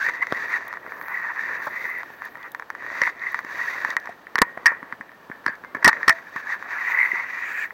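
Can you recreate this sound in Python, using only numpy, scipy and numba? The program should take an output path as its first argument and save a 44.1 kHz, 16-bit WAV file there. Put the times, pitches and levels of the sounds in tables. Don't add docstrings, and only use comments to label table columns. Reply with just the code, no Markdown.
import sys
import numpy as np
from scipy import signal
from scipy.fft import rfft, irfft
from scipy.io import wavfile
from scipy.ndimage import uniform_filter1d
from numba import njit

SR = 44100
rng = np.random.default_rng(int(sys.argv[2]) if len(sys.argv) > 2 else 0)


def voltage_ratio(level):
    return 10 ** (np.asarray(level, float) / 20)


def wav_record(signal):
    frames = np.transpose(np.atleast_2d(signal))
    bounded = np.clip(frames, -1, 1)
    quanta = np.round(bounded * 32767).astype(np.int16)
    wavfile.write(sys.argv[1], SR, quanta)


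N = 340893

# frequency in Hz, density in dB per Hz.
RASP_COLOUR = [(1880, -44.5), (3200, -5), (3800, 4), (4200, -4), (4580, 1), (4760, -0.5), (4950, -9),
               (5310, -5), (6200, -2.5), (7640, -14.5), (9000, -20), (11700, -27), (19800, -120)]
# frequency in Hz, density in dB per Hz.
CLICK_COLOUR = [(1880, -16.5), (3200, -5.5), (6140, -5.5), (8600, -25), (11500, -15.5), (15200, -16),
                (16500, -9)]
# frequency in Hz, density in dB per Hz.
LEAF_COLOUR = [(5290, -38), (9000, -14.5), (10100, -10), (11800, -1), (13300, -1.5), (15100, -3),
               (16000, 0.5)]


def unit(x):
    return x / np.sqrt(np.mean(x ** 2))


def filtered(x, design):
    return signal.sosfilt(design, x)


def highpass(x, order, hz):
    return filtered(x, signal.butter(order, hz, "high", fs=SR, output="sos"))


@njit
def svf(x, hz, width):
    y, band, low = np.empty(len(x)), 0., 0.
    for i in range(len(x)):
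        g, k = np.tan(np.pi * hz[i] / SR), width / hz[i]
        v = (band + g * (x[i] - low)) / (1 + g * (g + k))
        band, low, y[i] = 2 * v - band, low + 2 * g * v, k * v
    return y


def svf_twice(x, hz, width):
    return svf(svf(x, hz, width), hz, width)


def colour(x, points, size=2048):
    hz, db = np.transpose(points)
    log_hz = np.log(np.maximum(np.arange(size // 2 + 1), .5) * SR / size)
    cepstrum = irfft(np.log(voltage_ratio(np.interp(log_hz, np.log(hz), db))))
    cepstrum[1:size // 2] *= 2
    cepstrum[size // 2 + 1:] = 0
    response = irfft(np.exp(rfft(cepstrum)))
    return signal.fftconvolve(x, response / np.sqrt(np.sum(response ** 2)))[:N]


def drift(rate):
    k = int(SR / rate)
    held = np.repeat(rng.standard_normal(N // k + 1), k)
    return unit(uniform_filter1d(held, k)[:N])


def grains(rate, spread_db, smooth):
    chance = rng.random(N) < rate / SR
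    size_db = spread_db * np.minimum(rng.exponential(size=N), 2.0)
    slips = chance * rng.standard_normal(N) * voltage_ratio(size_db)
    return unit(unit(slips) + smooth * rng.standard_normal(N))


def strokes(table, attack, release, rest_db):
    t = np.arange(0, N + 64, 64) / SR
    s, hold, db = np.transpose(table)[:, :, None]
    rise = attack * np.maximum(s - t, 0)
    fall = release * np.maximum(t - s - hold, 0)
    total = 10 * np.log10(np.sum(voltage_ratio(db - rise - fall) ** 2, axis=0) + voltage_ratio(rest_db) ** 2)
    return np.interp(np.arange(N) / SR, t, total)


def shell(ring, lid, ring_hz, width_hz):
    # frequency in Hz, width in Hz, level in dB.
    lid_modes = [(977, 48, -5.5), (1109, 243, 0), (1404, 244, -6.5), (1565, 150, -7.5)]
    steep = signal.cheby2(6, 40, 3000, fs=SR, output="sos")
    narrow = svf_twice(ring, ring_hz, width_hz)
    skirt = voltage_ratio(-10) * svf(ring, ring_hz * 1.185, 430.0)
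    plate = sum(voltage_ratio(db) * svf(lid, np.full(N, 1. * hz), 1. * width) for hz, width, db in lid_modes)
    return filtered(narrow + skirt, steep), filtered(highpass(plate, 3, 820), steep)


def contacts(table, shape, ring_hz, width_hz, gains_db, treble):
    push = np.full((3, N + SR), 1e-18)
    jitter = rng.standard_normal((len(table), 15000))
    t = np.arange(15000) / SR
    for (s, db, lid, edge, length, *more), noise in zip(table, jitter):
        force, sharp = shape(t, noise, np.clip(length, .004, .3), *more)
        at = int(s * SR)
        push[:, at:at + len(t)] += voltage_ratio(db + np.array([[0], [lid], [edge]])) * [force, force, sharp]
    push = push[:, :N] * voltage_ratio(np.array(gains_db))[:, None]
    return sum(shell(push[0], push[1], ring_hz, width_hz)) + colour(push[2], treble)


def rings(table, rough=0.):
    out, t = np.zeros(N + SR), np.arange(SR // 2) / SR
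    tremble = uniform_filter1d(rng.standard_normal((len(table), len(t))), size=40) * np.sqrt(40) / 2
    for (s, hz, db, t60), shake in zip(table, tremble):
        wave = np.sin(2 * np.pi * hz * t + rough * shake * np.minimum(t * hz, 1))
        out[int(s * SR):][:len(t)] += voltage_ratio(db - 60 * t / max(t60, .004)) * wave
    return out[:N]


def outdoor_floor():
    # frequency in Hz, density in dB per Hz.
    hiss_colour = [(18, -47), (30, -19), (229, -5), (298, -4.5), (694, -4.5), (904, -1), (1380, -5),
                   (1840, -19), (2280, -20.5), (3050, -18.5), (8760, -37.5), (15200, -28), (16500, -29)]
    hiss = unit(colour(rng.standard_normal(N), hiss_colour))
    whine = np.sin(2 * np.pi * 7880 * np.arange(N) / SR)
    return voltage_ratio(-50.5 + .5 * drift(7.2)) * hiss + voltage_ratio(-84) * whine


def grip():
    # time in seconds, ring in Hz, palm level in dB, lid over ring in dB.
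    grip_rows = [(0.0, 1780, -56, -15), (0.08, 1895, -46, -9.5), (0.22, 2040, -54, -6.5),
                 (0.4, 1860, -45.5, -7), (0.54, 1890, -50.5, -9), (1.0, 1800, -51, 1),
                 (1.17, 1990, -56, -8), (1.32, 1810, -58.5, -3.5), (1.45, 1870, -47, -9.5),
                 (1.64, 1820, -49.5, -6), (1.78, 1990, -49.5, -10), (2.0, 1980, -50.5, -11.5),
                 (2.13, 1740, -58, -6), (2.45, 1930, -56, -4), (2.7, 1770, -53.5, -6.5),
                 (3.05, 1980, -47.5, -8), (3.24, 1964, -55, -10.5), (3.4, 1864, -54, -6),
                 (3.85, 1900, -46.5, -4), (4.22, 1850, -60.5, -4), (4.63, 1884, -48, 2.5),
                 (5.21, 1800, -62.5, -11), (5.73, 1690, -56.5, 2), (5.85, 1846, -47, -4),
                 (5.98, 1880, -45, -1), (6.2, 1840, -61, -6), (6.69, 1824, -54.5, -5.5),
                 (7.02, 2052, -53, -11), (7.28, 1965, -58, -8.5), (7.55, 1885, -58, -10),
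                 (7.73, 1920, -60, -19)]
    s, *columns = np.transpose(grip_rows)
    return [np.interp(np.arange(N) / SR, s, column) for column in columns]


def hand_strokes():
    # start in seconds, hold in seconds,
    # ring in dB, rasp over ring in dB.
    stroke_rows = [(0.03, 0.054, -23.5, -22.5), (0.14, 0.035, -34, -21), (0.22, 0.024, -34.5, -24),
                   (0.34, 0.11, -29.5, -22.5), (0.51, 0.061, -25.5, -23.5), (0.62, .14, -37, -25.5),
                   (0.86, 0.12, -43.5, -21), (1.12, 0.19, -29.5, -29), (1.39, 0.18, -29, -24.5),
                   (1.63, 0.026, -30.5, -24), (1.745, 0.1, -31, -26.5), (1.86, 0.15, -29.5, -29),
                   (6.27, 0.019, -42, -20), (6.38, 0.021, -37.5, -17.5), (6.5, 0.049, -29, -23.5),
                   (6.6, 0.034, -42, -20), (6.72, 0.21, -28, -25.5), (6.9, 0.06, -22.5, -34),
                   (6.99, 0.075, -22.5, -33), (7.085, 0.15, -26, -28), (7.3, 0.22, -30.5, -24),
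                   (7.57, 0.079, -27.5, -26),
                   (2.076, 0.066, -45.5, -16), (2.247, 0.025, -37, -21.5), (2.436, 0.033, -37, -27),
                  (2.826, .1, -38, -23), (2.964, 0.087, -30, -21.5), (3.043, 0.052, -28, -22.5),
                  (3.236, 0.053, -30.5, -28), (3.308, 0.088, -36.5, -21.5), (3.493, 0.11, -34.5, -19.5),
                  (3.605, 0.1, -31.5, -18), (3.727, 0.21, -31.5, -20), (4.031, 0.095, -43.5, -23),
                  (4.44, 0.29, -53, -21), (4.9, 0.027, -45, -31), (5.863, 0.33, -38.5, -22)]
    moves = stroke_rows
    attack, release = 172, 520
    ring_db = strokes([(s, hold, db) for s, hold, db, _ in moves], attack, release, -55)
    rasp_db = strokes([(s, hold, db + up) for s, hold, db, up in moves], attack, release, -72)
    return ring_db, rasp_db


def rubbing(ring_db, ring_hz, body_db, lid_db, rasp_db):
    # frequency in Hz, density in dB per Hz.
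    palm_colour = [(15, -46), (25, -20), (199, -4.5), (240, -1), (549, 5.5), (744, 3), (800, -26),
                   (1040, -39), (1760, -120)]
    flutter = np.minimum(.5 * drift(42) + 1.16 * drift(120), 2.5)
    scrape = grains(2500, 4.0, 1.26)
    lid_scrape = grains(900, 1.8, 1.0) * voltage_ratio(flutter + drift(60))
    wander_hz = ring_hz * (1 + 0.032 * drift(45))
    ring, lid = shell(scrape * voltage_ratio(flutter), lid_scrape, wander_hz, 340.)
    body = colour(grains(300, 3.3, 0.97) * voltage_ratio(flutter + .5 * drift(25)), palm_colour)
    rasp = colour(scrape * voltage_ratio(0.57 * flutter + 1.7 * drift(28)), RASP_COLOUR)
    flank_band = signal.cheby2(3, 30, [1900, 3150], "band", fs=SR, output="sos")
    flank = filtered(scrape * voltage_ratio(flutter), flank_band)
    pressed = unit(ring) + voltage_ratio(lid_db) * unit(lid)
    drag = unit(rasp) + voltage_ratio(-0.5) * unit(flank)
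    return voltage_ratio(ring_db) * pressed + voltage_ratio(body_db) * unit(body) + voltage_ratio(rasp_db) * drag


def leaves(swish_db):
    # start in seconds, peak in dB, 4-8 kHz share in dB.
    snap_rows = [(0.0318, -49, 0), (0.68, -32, -5), (1.6561, -33, -7), (1.6694, -38, -9),
                 (1.6945, -41, -15), (1.8986, -36, -20), (1.9824, -37, -19), (2.252, -33.5, -5),
                 (2.429, -53, 13), (2.372, -48, 0), (3, -50, 8), (2.5183, -30, -8), (3.32, -33, -12),
                 (3.4032, -43, -14), (3.904, -43.5, 19), (4, -43.5, 2), (3.195, -55, 14), (1.026, -56, 16),
                 (5.5542, -54, 14)]
    high, mid = np.zeros((2, N))
    t = np.arange(300) / SR
    for (s, db, share_db), noise in zip(snap_rows, rng.standard_normal((len(snap_rows), len(t)))):
        high[int(s * SR):][:len(t)] += voltage_ratio(db - 3.0 - 60 * t / 0.013) * noise
        mid[int(s * SR):][:len(t)] += voltage_ratio(db + share_db - 2.0 - 60 * t / 0.0039) * noise
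    swish = voltage_ratio(swish_db + 1.0 * drift(35)) * grains(2400, 2.3, 0.71)
    return colour(swish + high, LEAF_COLOUR) + colour(mid, RASP_COLOUR)


def catches():
    # peak time in seconds, peak in dB, ring in Hz, width in seconds.
    catch_rows = [(0.0443, -17, 1750, 0.0016), (0.0698, -13.5, 1850, 0.005), (0.0917, -17, 1760, 0.0015),
                  (0.0967, -15, 1960, 0.0034), (0.1077, -18, 1850, 0.0022), (0.21, -19, 1970, 0.0027),
                  (0.2258, -11.5, 2030, 0.005), (0.2319, -16, 1870, 0.0014), (0.2348, -15, 1880, 0.0015),
                  (0.4443, -22, 1910, 0.0049), (0.5304, -14, 1940, 0.0018), (0.5407, -12.5, 1884, 0.0051),
                  (0.55, -18, 1900, 0.003), (0.565, -18, 1840, 0.0042), (1.1445, -19.5, 1920, 0.0065),
                  (1.1743, -20, 1950, 0.0047), (1.3933, -19.5, 1750, 0.0032), (1.5322, -19, 1810, 0.0024),
                  (1.8538, -17, 1990, 0.0033), (3.052, -15, 1920, 0.0027), (3.0577, -14, 1840, 0.0031),
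                  (3.0697, -11, 2040, 0.0027), (3.2376, -21, 1970, 0.0022), (3.2709, -21, 1920, 0.0039),
                  (3.6162, -16, 1926, 0.0076), (3.6213, -18, 1890, 0.0016), (3.685, -18, 1880, 0.0077),
                  (3.698, -21, 1800, 0.0036), (6.1113, -8.5, 1900, 0.0047), (6.1208, -15, 1880, 0.0025),
                  (6.5238, -17.5, 1770, 0.0044), (6.8956, -17, 1900, 0.0047), (6.9216, -13.5, 1960, 0.0024),
                  (6.9501, -13, 2030, 0.0062), (6.9742, -11.5, 1900, 0.0036), (6.9891, -7, 1990, 0.0029),
                  (6.9977, -10.5, 2010, 0.0046), (7.003, -13, 2040, 0.0016), (7.0125, -9, 2020, 0.0059),
                  (7.0217, -11.5, 2090, 0.0024), (7.0309, -9, 1980, 0.0033), (7.035, -15, 2020, 0.0023),
                  (7.0432, -14, 1990, 0.0023), (7.0599, -12, 2070, 0.0037), (7.1187, -14, 1990, 0.0077)]
    driven_rows = [
        (5.8525, 0, 1860, 0.006),
        (5.859, 1, 1900, 0.005),
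        (4.6625, -3, 1890, 0.0045),
        (4.6705, -9, 1900, 0.006),
        (0.2185, -17, 1990, 0.004),
    ]
    rows = [*catch_rows, *driven_rows]
    out, t = np.zeros(N), np.arange(-600, 600) / SR
    tremble = uniform_filter1d(rng.standard_normal((len(rows), len(t))), size=90) * np.sqrt(90)
    for (s, db, hz, width), shake in zip(rows, tremble):
        side = width * np.where(t < 0, 1.05, 1.25)
        swell = voltage_ratio(db - 1.0 - 7 * (2 * t / side) ** 2)
        out[int(s * SR) - 600:][:len(t)] += swell * np.sin(2 * np.pi * hz * t + .3 * shake)
    return filtered(out, signal.butter(3, [1300, 2550], "band", fs=SR, output="sos"))


def scuff(t, noise, length):
    force = 0.09 * noise * np.sin(np.pi * np.minimum(t / length, 1) ** 0.61) ** 2
    return force, force


def scuffs(ring_hz):
    # start in seconds, peak in dB, lid in dB, rasp in dB, length in seconds.
    scuff_rows = [(0.082, -16, -2.5, -21, 0.028), (0.2175, -15, -4, -31, 0.024),
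                  (1.27, -26, -10, -28, 0.037), (1.553, -24, -13, -32, 0.014),
                  (1.745, -19.5, -20, -35, 0.062), (1.922, -28, -14, -33, 0.02),
                  (4.688, -26, -5, -46, 0.098), (5.486, -19.5, -7, -35, 0.032),
                  (5.505, -28.5, -10, -39, 0.08), (5.897, -16, -10, -28, 0.012),
                  (5.905, -18, -8, -41, 0.035), (6.122, -13, -15, -28, 0.012), (0.515, -19, -8, -24, 0.03),
                  (1.66, -34.5, 17, -12, 0.039), (3.259, -22, -29, -45, 0.034),
                  (4.715, -30, 9.5, -33, 0.02), (5.963, -14, -13, -43, 0.016),
                  (6.1044, -18, -8, -30, 0.024), (7.215, -21, -30, -45, 0.021),
                  (0.141, -23, -13, -27, 0.033),
        (3.206, -21, -22, -35, 0.049),
    ]
    return contacts(scuff_rows, scuff, ring_hz, 330.0, [31, 28, 16], RASP_COLOUR)


def crackle(rubbed):
    # frequency in Hz, density in dB per Hz.
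    crackle_colour = [(3000, -28), (5500, -6), (8500, 0), (12000, 3), (16000, 3)]
    pressure = np.minimum(uniform_filter1d(rubbed ** 2, size=90), .025)
    return voltage_ratio(-19.5) * pressure * unit(colour(grains(1500, 2, .8), crackle_colour))


def thumps():
    # start in seconds, peak in dB, frequency in Hz, t60 in seconds.
    thump_rows = [(0.3238, -13, 620, 0.0045), (1.671, -33, 600, 0.03), (3.018, -32.5, 534, 0.042),
                  (3.446, -40.5, 315, 0.021), (3.89, -30, 476, 0.0039), (4.092, -34.5, 710, 0.041),
                  (4.387, -29, 436, 0.013), (4.4216, -8, 950, 0.016), (4.4165, -13, 420, 0.014),
                  (4.574, -30.5, 680, 0.018), (4.828, -40, 275, 0.03), (4.928, -44.5, 251, 0.041),
                  (5.003, -42, 244, 0.038), (5.299, -30, 282, 0.01), (5.466, -29.5, 313, 0.011),
                  (5.75, -32.5, 288, 0.02), (5.847, -25.5, 261, 0.056), (5.858, -25, 374, 0.03),
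                  (5.868, -21, 203, 0.032), (5.8765, -7, 700, 0.012), (5.8815, -11, 900, 0.025),
                  (6.079, -24, 260, 0.02), (6.095, -15.5, 610, 0.0049), (6.359, -28.5, 220, 0.0051),
                  (7.133, -39, 380, 0.035), (2.103, -36, 900, 0.008), (2.349, -40, 1100, 0.006),
                  (2.372, -36, 1250, 0.008), (4.349, -42, 500, 0.01), (4.718, -37.5, 560, 0.03),
                  (5.484, -36, 580, 0.02), (5.492, -39, 260, 0.02), (5.639, -45, 330, 0.03),
                  (5.7477, -34.5, 615, 0.021), (5.769, -38, 400, 0.018), (6.664, -42, 700, 0.014),
                  (0.084, -40, 500, 0.05)]
    bumps = rings([(s, hz, db + 10, t60) for s, db, hz, t60 in thump_rows], rough=0.6)
    return highpass(bumps, 3, 125)


def wires():
    # start in seconds, frequency in Hz, level in dB, t60 in seconds.
    wire_rows = [(4.425, 1872, -30, 0.57), (6.108, 665, -31, 0.25), (3.017, 5850, -29, 0.016),
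                 (4.659, 6300, -16, 0.02), (4.68, 4640, -53, 0.084), (5.463, 5400, -38, 0.027),
                 (5.463, 5570, -46, 0.063), (5.481, 4500, -32, 0.018), (5.486, 4660, -50, 0.09),
                 (5.878, 4630, -22, 0.02), (6.094, 5750, -30, 0.017), (2.43, 3450, -40, 0.015),
                 (4.43, 1480, -42, 0.12), (4.425, 2250, -46, 0.15), (5.65, 2100, -44, 0.3),
                 (3.905, 4650, -39, 0.02), (0.09, 3800, -42, 0.03), (0.224, 2800, -40, 0.02),
                 (4.418, 5800, -24, 0.012)]
    return rings(wire_rows)


def tap(t, noise, t60):
    click = voltage_ratio(-60 * t / 0.00033) * .5
    rattle = 0.028 * noise * voltage_ratio(-60 * t / t60)
    return click + rattle, click + 0.16 * noise * voltage_ratio(-60 * t / 0.008)


def taps(ring_hz):
    # start in seconds, peak in dB, lid in dB, edge in dB.
    tick_rows = [(0.2694, -12, -15, -25), (0.3239, -14, 0, -14), (0.607, -23, -7, -30),
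                 (0.6242, -23, -6, -35), (0.7277, -28, 5, -10), (0.738, -23, -2, -20),
                 (0.7714, -22, -3, -34), (0.864, -34, 8, -18), (0.921, -19.5, -4.5, -32),
                 (1.013, -21, -5.5, -23), (1.0829, -20, -2.5, -22), (2.0322, -25.5, 2, -16),
                 (2.22, -22, -1, -25), (2.3545, -22, -10, -28), (2.5479, -17, -5, -21),
                 (2.597, -21.5, -2, -20.5), (2.623, -23.5, -3.5, -25), (2.7024, -15.5, -5, -20.5),
                 (2.7506, -23, -2.5, -22), (2.823, -32, 4.5, -20), (2.8643, -21, -5.5, -27),
                 (2.9017, -19, -7, -36), (2.9525, -27.5, 3, -20), (6.6253, -21, -4, -26),
                 (7.7064, -18, -14, -45)]
    touch_rows = [(3.017, 3, -17.5, -30.5), (3.0358, -2, -22, -29), (3.0746, -4.5, -10, -32),
                  (3.3446, -10, -5.5, -22.5), (3.3903, -12, -7.5, -20.5), (3.448, -19.5, -10, -18),
                  (3.8482, -8.5, -6, -28), (3.9669, -1.5, -15, -21), (4.0576, -21.5, -11, -20),
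                  (4.0727, -20.5, -4.5, -28), (4.269, -22.5, -17, -27), (4.356, -5.5, -4, -15.5),
                  (4.382, -8, -7, -17), (4.3876, -3, -15, -17), (4.5753, -21, -3.5, -39),
                  (4.8284, -25.5, -0.5, -28), (4.925, -13.5, -9.5, -31), (5.01, -16, -13.5, -35),
                  (5.0927, -27.5, -27, -33), (5.1178, -32.5, -10.5, -20), (5.2987, -31.5, 0, -31),
                  (5.4606, -20, -6, -20), (5.4635, -4.5, -5.5, -35), (5.4791, -12, -16, -27),
                  (5.482, -15.5, -5, -28), (5.443, -38, 1, -22), (5.638, -31.5, 1, -25),
                  (5.6471, -29.5, 1, -18), (5.7687, -19, -19, -29), (5.829, -14.5, -8, -29),
                  (5.93, -2, -19, -32), (6.0303, -5.5, -34, -32.5)]
    rattle_t60_s = [0.067] * len(tick_rows) + [0.092] * len(touch_rows)
    rows = [(*row, t60) for row, t60 in zip([*tick_rows, *touch_rows], rattle_t60_s)]
    return contacts(rows, tap, ring_hz, 383.0, [28, 30, 14], CLICK_COLOUR)


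def brushes():
    # start in seconds, hold in seconds, level in dB.
    brush_rows = [
        (0.99, .1, -50.5),
        (1.645, .035, -53),
        (1.8, 0.078, -50.5),
        (2.1, .42, -61),
        (6.9, 0.15, -53),
        (7.55, 0.044, -51),
    ]
    level_db = strokes(brush_rows, 90, 90, -73) + 1.4 * drift(40)
    return highpass(colour(voltage_ratio(level_db) * grains(2500, 2.5, .9), LEAF_COLOUR), 4, 12000)


def knock(t, noise, t60, after_db):
    blow = 0.16 * noise * np.minimum(t / 0.00099, 1) * voltage_ratio(-60 * (t / t60) ** 1.21)
    blow = blow + 0.45 * voltage_ratio(-60 * t / 0.00041)
    patches = .75 + .3 * np.abs(np.repeat(noise[:100], 150))
    shiver = 0.15 * noise * patches * voltage_ratio(after_db - 60 * t / 0.27)
    return blow + shiver, blow * voltage_ratio(-60 * t / 0.031) + 0.24 * shiver


def knocks(ring_hz):
    # start in seconds, drive in dB, lid in dB, edge in dB, blow t60 in seconds.
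    damped_rows = [(4.4172, 11, -2, -36, 0.016), (5.826, -21, -2, -20, 0.019),
                   (5.845, 4.5, -4.5, -23, 0.031), (5.853, -5, -2, -25, 0.028), (5.864, -9, 0, -23, 0.049),
                   (5.877, 4, 0.5, -29, 0.017), (5.8875, -4, 2, -22, 0.013), (5.8932, -6, 2, -14, 0.011),
                   (4.6756, -6, -17, -30, 0.018), (4.685, -17, -10, -32, 0.013),
                   (6.078, -17, -8, -18, 0.023), (6.08, 2, -5, -16, 0.023), (6.0936, 4, -10, -14.5, 0.042)]
    twang_rows = [
        (4.658, 3, -11, -22, 0.032),
        (5.315, -24, -8.5, -30, 0.018),
        (5.466, -35, -9, -26, 0.05),
        (5.748, -25, 4, -14, 0.033),
        (6.361, -20.5, -4, -14.5, 0.04),
    ]
    damped_db, shiver_db = -36, -12.5
    rows = [(*row, damped_db) for row in damped_rows] + [(*row, shiver_db) for row in twang_rows]
    return contacts(rows, knock, ring_hz, 300.0, [31, 26, 12], CLICK_COLOUR)


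def grass():
    # time in seconds, hiss centre in Hz, level in dB.
    grass_rows = [
        (6.66, 5700, -90),
        (6.71, 5840, -66),
        (6.92, 6300, -60),
        (7.0, 6300, -67),
        (7.3, 5600, -67),
        (7.48, 6900, -61.5),
        (7.64, 7200, -56),
        (7.68, 7300, -87),
    ]
    s, hz, db = np.transpose(grass_rows)
    t = np.arange(N) / SR
    hiss = svf_twice(rng.standard_normal(N), np.interp(t, s, hz), 1900.)
    drag = svf_twice(rng.standard_normal(N), np.full(N, 2330.), 390.0)
    level_db = np.interp(t, s, db) + 1.4 * drift(25)
    return voltage_ratio(level_db) * (unit(hiss) + voltage_ratio(20.5) * unit(drag))


def scene():
    ring_hz, body_db, lid_db = grip()
    ring_db, rasp_db = hand_strokes()
    rubbed = rubbing(ring_db, ring_hz, body_db, lid_db, rasp_db)
    rubbed += catches() + scuffs(ring_hz)
    out = outdoor_floor() + rubbed + crackle(rubbed)
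    out += leaves(rasp_db - 5.5)
    out += thumps() + wires()
    out += taps(ring_hz) + brushes()
    out += knocks(ring_hz) + grass()
    return out[None]


def top_cut(x):
    return signal.sosfilt(signal.butter(12, 16850, fs=SR, output="sos"), x)


def record(dry):
    bend = highpass(np.minimum(dry ** 2, .4), 3, 190)
    cut = highpass(dry + 0.06 * bend, 1, 25)
    cut = filtered(cut, signal.ellip(8, .2, 60, 15800, fs=SR, output="sos"))
    ceiling = 0.5
    flat = cut / (1 + np.abs(cut / ceiling) ** 14) ** (1 / 14)
    flat = filtered(flat, signal.ellip(8, .2, 60, 16200, fs=SR, output="sos"))
    return top_cut(flat)


dry = scene()
out = record(dry)
wav_record(out)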